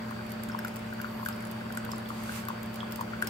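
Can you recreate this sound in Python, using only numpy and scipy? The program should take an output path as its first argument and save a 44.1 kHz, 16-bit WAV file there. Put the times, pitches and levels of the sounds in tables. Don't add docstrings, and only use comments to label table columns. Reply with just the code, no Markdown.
import sys
import numpy as np
from scipy import signal
from scipy.fft import rfft, irfft
from scipy.io import wavfile
from scipy.ndimage import uniform_filter1d

SR = 44100
rng = np.random.default_rng(int(sys.argv[2]) if len(sys.argv) > 2 else 0)


def wav_record(signal):
    frames = np.transpose(np.atleast_2d(signal))
    bounded = np.clip(frames, -1, 1)
    quanta = np.round(bounded * 32767).astype(np.int16)
    wavfile.write(sys.argv[1], SR, quanta)


N = 145089


def amp(db):
    return 10 ** (np.asarray(db) / 20)


def unit(x):
    return x / np.sqrt(np.mean(x ** 2) + 1e-20)


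def curve_at(points, hz):
    f, value = np.transpose(points)
    return np.interp(np.log(hz + 1), np.log(f + 1), value)


def fader(levels):
    return amp(np.interp(np.arange(N) / SR, *np.transpose(levels)))


def add(mix, start_s, sound):
    part = mix[:, max(round(start_s * SR), 0):][:, :sound.shape[-1]]
    part += sound[..., :part.shape[1]]


# (frequency [Hz], relative level [dB])
AIR_COLOUR = [(20, -55), (30, -40), (42, -17), (60, -1), (110, -2), (150, -4), (215, 3.9), (275, -4),
              (350, -1), (680, -8), (1000, -5), (1550, -6), (1900, -10), (2700, -13), (4150, -22),
              (4950, -22), (5900, -28), (8200, -27), (10000, -33), (12000, -30), (15500, -30)]
# (frequency [Hz], coherence [0-1])
AIR_COHERENCE = [(100, 0.83), (210, 0.96), (420, 0.25), (800, 0.37), (1400, 0.14), (12000, 0.19)]
def room_air(level_db=-42.5, patch_db=1.4):
    hz = np.fft.rfftfreq(2048, 1 / SR)
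    a, b, c, d, patches = rng.standard_normal((N // 512 + 5, len(hz), 5)).T
    patches = unit(uniform_filter1d(uniform_filter1d(patches, size=30, axis=0), size=4, axis=1))
    coherence = curve_at(AIR_COHERENCE, hz)[:, None]
    left = a + 1j * b
    right = coherence * left + np.sqrt(1 - coherence ** 2) * (c + 1j * d)
    spectra = np.array([left, right]) * amp(curve_at(AIR_COLOUR, hz)[:, None] + patch_db * patches)
    return amp(level_db) * unit(signal.istft(spectra, nperseg=2048, noverlap=1536)[1][:, :N])


# (harmonic [number], level [dB])
MAINS_HARMONICS = [(2, -48.5), (3, -58.5), (4, -56.5), (5, -66.5), (6, -58.5), (7, -65), (8, -62),
                   (9, -61.5), (10, -50.5), (12, -59), (13, -59), (15, -59), (18, -62)]
MOTOR_TONES = [93.8, 111.15, 187.6, 222.3]
MOTOR_LEVELS = [-57.5, -54, -51.5, -40.5]
def hum(mains_hz=59.98, wide_hz=590):
    t, out = np.arange(N) / SR, np.zeros((2, N))
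    buzz = [(k * mains_hz, db) for k, db in MAINS_HARMONICS]
    for hz, db in buzz + list(zip(MOTOR_TONES, MOTOR_LEVELS)):
        waver = 1 + 0.065 * np.interp(t, np.linspace(0, t[-1], 20), rng.standard_normal(20))
        apart = np.pi / 4 * min((hz / wide_hz) ** 2, 1) * rng.choice([-1, 1]) * np.array([[1], [-1]])
        out += np.sqrt(2) * amp(db) * waver * np.sin(2 * np.pi * (hz * t + rng.random()) + apart)
    return out


def resonant_noise(centre_hz, half_width_hz):
    hz = np.fft.rfftfreq(N, 1 / SR)
    noise = rfft(rng.standard_normal((2, N)))
    return unit(irfft(noise / (1 + ((hz - centre_hz) / half_width_hz) ** 2), N))


# (time [s], level [dB])
WHISTLE_LEVELS = [(0, -59), (.42, -59.5), (.7, -72), (1.0, -59.5), (3.29, -61)]
def whistle():
    return resonant_noise(centre_hz=4570, half_width_hz=91) * fader(WHISTLE_LEVELS)


# (time [s], level [dB])
SIZZLE_LEVELS = [(.9, -82), (1.05, -62), (1.22, -57.5), (1.33, -60.5), (1.65, -79)]
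def sizzle():
    return resonant_noise(centre_hz=13000, half_width_hz=1600) * fader(SIZZLE_LEVELS)


# (frequency [Hz], left minus right [dB])
OUTLET_BALANCE = [(3000, -4), (5200, 0), (8500, -3), (12000, -4), (14500, 10)]
def from_outlet(x, colour):
    hz = np.fft.rfftfreq(x.shape[-1], 1 / SR)
    balance = amp(np.outer([.5, -.5], curve_at(OUTLET_BALANCE, hz)))
    return irfft(rfft(x) * unit(amp(curve_at(colour, hz))) * balance, x.shape[-1])


# (time [s], level [dB])
STEAM_LEVELS = [(2.03, -78), (2.1, -56), (2.25, -49.5), (2.38, -42), (2.43, -53), (2.5, -77)]
# (frequency [Hz], relative level [dB])
STEAM_SPECTRUM = [(400, 1.5), (2200, 8), (4600, 2.5), (5900, 2), (8200, 3), (10200, -1.5), (14400, 0),
                  (16000, -17)]
def steam():
    return from_outlet(rng.standard_normal((2, N)) * fader(STEAM_LEVELS), STEAM_SPECTRUM)


# (frequency [Hz], time to fall 60 dB [s])
ROOM_DECAY = [(500, 0.17), (3000, 0.51), (14000, 0.034)]
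def room(x, recess_db, tail_db, recess_t60=0.061):
    t = np.arange(SR // 2) / SR
    recess, tail = rng.standard_normal((2, 2, len(t))) * (t > .0015)
    recess = recess * amp(-60 * t / recess_t60)
    hz, frame_s, spectra = signal.stft(tail, SR, nperseg=256)
    decay = amp(-60 * frame_s / curve_at(ROOM_DECAY, hz)[:, None])
    tail = signal.istft(spectra * decay, SR, nperseg=256)[1][:, :len(t)]
    echoes = (amp(recess_db) * unit(recess) + amp(tail_db) * unit(tail)) / np.sqrt(len(t))
    return x + signal.fftconvolve(x, echoes, axes=1)[:, :N]


def bubble(hz, rise_s, t60, glide_per_s=0):
    t = np.arange(SR // 16) / SR
    envelope = (1 - np.exp(-t / rise_s)) ** 2 * amp(-60 * t / t60)
    return envelope / envelope.max() * np.exp(2j * np.pi * hz * (t + glide_per_s * t * t / 2))


# (frequency [Hz], relative level [dB])
SPIT_SPECTRUM = [(500, -27), (2000, 4.5), (3350, 3), (4100, -0.5), (5100, 4), (5800, -3.5), (6700, 1.5),
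                 (8400, 1.5), (10200, -1.5), (12000, 3), (14600, 0), (16000, -5.5)]
def spit(db, burst_hz, rise_s=0.0013, half_width_hz=760, trim_db=-4):
    age = np.arange(SR // 50) / SR / rise_s
    hz = np.fft.rfftfreq(len(age), 1 / SR)
    resonance_db = 10 / (1 + ((hz - burst_hz) / half_width_hz) ** 2)
    spray = irfft(np.exp(2j * np.pi * rng.random((2, len(hz)))) * amp(resonance_db), len(age))
    return amp(db + trim_db) * unit(from_outlet(spray, SPIT_SPECTRUM)) * age * np.exp(1 - age)


# (time [s], relative level [dB], pitch [Hz])
OUTLET_SPITS = [(0.3182, -35.5, 11800), (0.4347, -31, 11800), (0.589, -33.5, 12900), (0.6474, -32.5, 12900),
                (0.6808, -35, 11600), (0.7588, -34, 14500), (1.0144, -32.5, 12500), (1.259, -29.5, 11900),
                (1.2859, -27.5, 11700), (1.7716, -29.5, 7840), (1.8483, -36, 14100), (1.916, -32, 6800),
                (2.4846, -29, 12900), (2.6297, -35.5, 14400), (2.7576, -33.5, 14100), (2.9103, -43, 13500),
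                (2.9213, -30, 14200), (2.9583, -31.5, 14700), (3.009, -31.5, 15000), (3.2227, -26.5, 9450),
                (3.271, -25.5, 13400)]
# (time [s], level [dB], pitch [Hz])
OUTLET_PINGS = [(0.519, -39.5, 5280), (0.589, -40, 5240), (1.327, -38.5, 5080), (1.917, -32.5, 5180),
                (2.058, -40, 3380), (2.805, -29.5, 3300), (3.275, -31, 5300)]
def sputter(fizz_per_s=14, fizz_low_hz=7100, fizz_high_hz=14800):
    out = np.zeros((2, N))
    for start_s, db, hz in OUTLET_SPITS:
        add(out, start_s, spit(db, hz))
    for when, size, pitch in rng.random((int(fizz_per_s * N / SR), 3)):
        db = -44.5 + 3.5 * min(-np.log(size), 2.5)
        add(out, when * N / SR, spit(db, fizz_low_hz + (fizz_high_hz - fizz_low_hz) * pitch))
    for start_s, db, hz in OUTLET_PINGS:
        ping = bubble(hz, rise_s=0.00014, t60=.012, glide_per_s=3).imag
        add(out, start_s, amp(db) * ping * amp([[-2], [2]]))
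    return room(out, recess_db=-15.5, tail_db=-8.5)


# (delay [s], relative level [dB])
WALL_ECHOES = [(.002, -7), (.0087, -15)]
def plop(db, hz, trim_db=2.5, right_db=-6, right_lag_rad=1.8):
    tone = bubble(hz, rise_s=.001, t60=.011)
    right = tone * amp(right_db) * np.exp(-1j * right_lag_rad)
    direct = amp(db + trim_db) * np.array([tone, right]).real
    out = direct.copy()
    for delay_s, echo_db in WALL_ECHOES:
        add(out, delay_s, amp(echo_db) * direct)
    return out


# (time [s], relative level [dB], bubble pitch [Hz])
MUG_DROPS = [(0.1101, -31, 1130), (0.191, -34, 1560), (0.4975, -31.5, 1480), (0.5472, -24, 1030),
             (0.5894, -29, 1600), (0.648, -25, 1400), (0.9259, -31.5, 1540), (0.9993, -29.5, 1510),
             (1.044, -25, 1360), (1.1962, -33.5, 1020), (1.2296, -29.5, 1050), (1.261, -23, 1540),
             (1.2864, -26, 1270), (1.704, -33, 1490), (1.7732, -26.5, 1490), (1.8898, -29, 1030),
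             (1.9337, -28.5, 1120), (2.1037, -26.5, 1190), (2.293, -29, 1510), (2.485, -25, 1160),
             (2.503, -26.5, 1066), (2.83, -28, 1135), (2.9912, -28, 970), (3.0103, -23.5, 1005),
             (3.134, -28.5, 1400), (3.2233, -17.5, 1560)]
def drips(trickle_per_s=16, trickle_low_hz=950, trickle_high_hz=1650):
    out = np.zeros((2, N))
    for start_s, db, hz in MUG_DROPS:
        add(out, start_s, plop(db, hz))
    for when, size, pitch in rng.random((int(trickle_per_s * N / SR), 3)):
        db = -39 + 2.5 * (2 * size - 1)
        hz = trickle_low_hz + (trickle_high_hz - trickle_low_hz) * np.sqrt(pitch)
        add(out, when * N / SR, plop(db, hz))
    return room(out, recess_db=-12, tail_db=-16)


def scene():
    return room_air() + hum() + whistle() + sizzle() + steam() + sputter() + drips()


def record(dry, cutoff_hz=15850):
    lowpass = signal.firwin(511, cutoff_hz, window=("kaiser", 9), fs=SR)
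    return signal.oaconvolve(dry, lowpass[None], "same")


dry = scene()
out = record(dry)
wav_record(out)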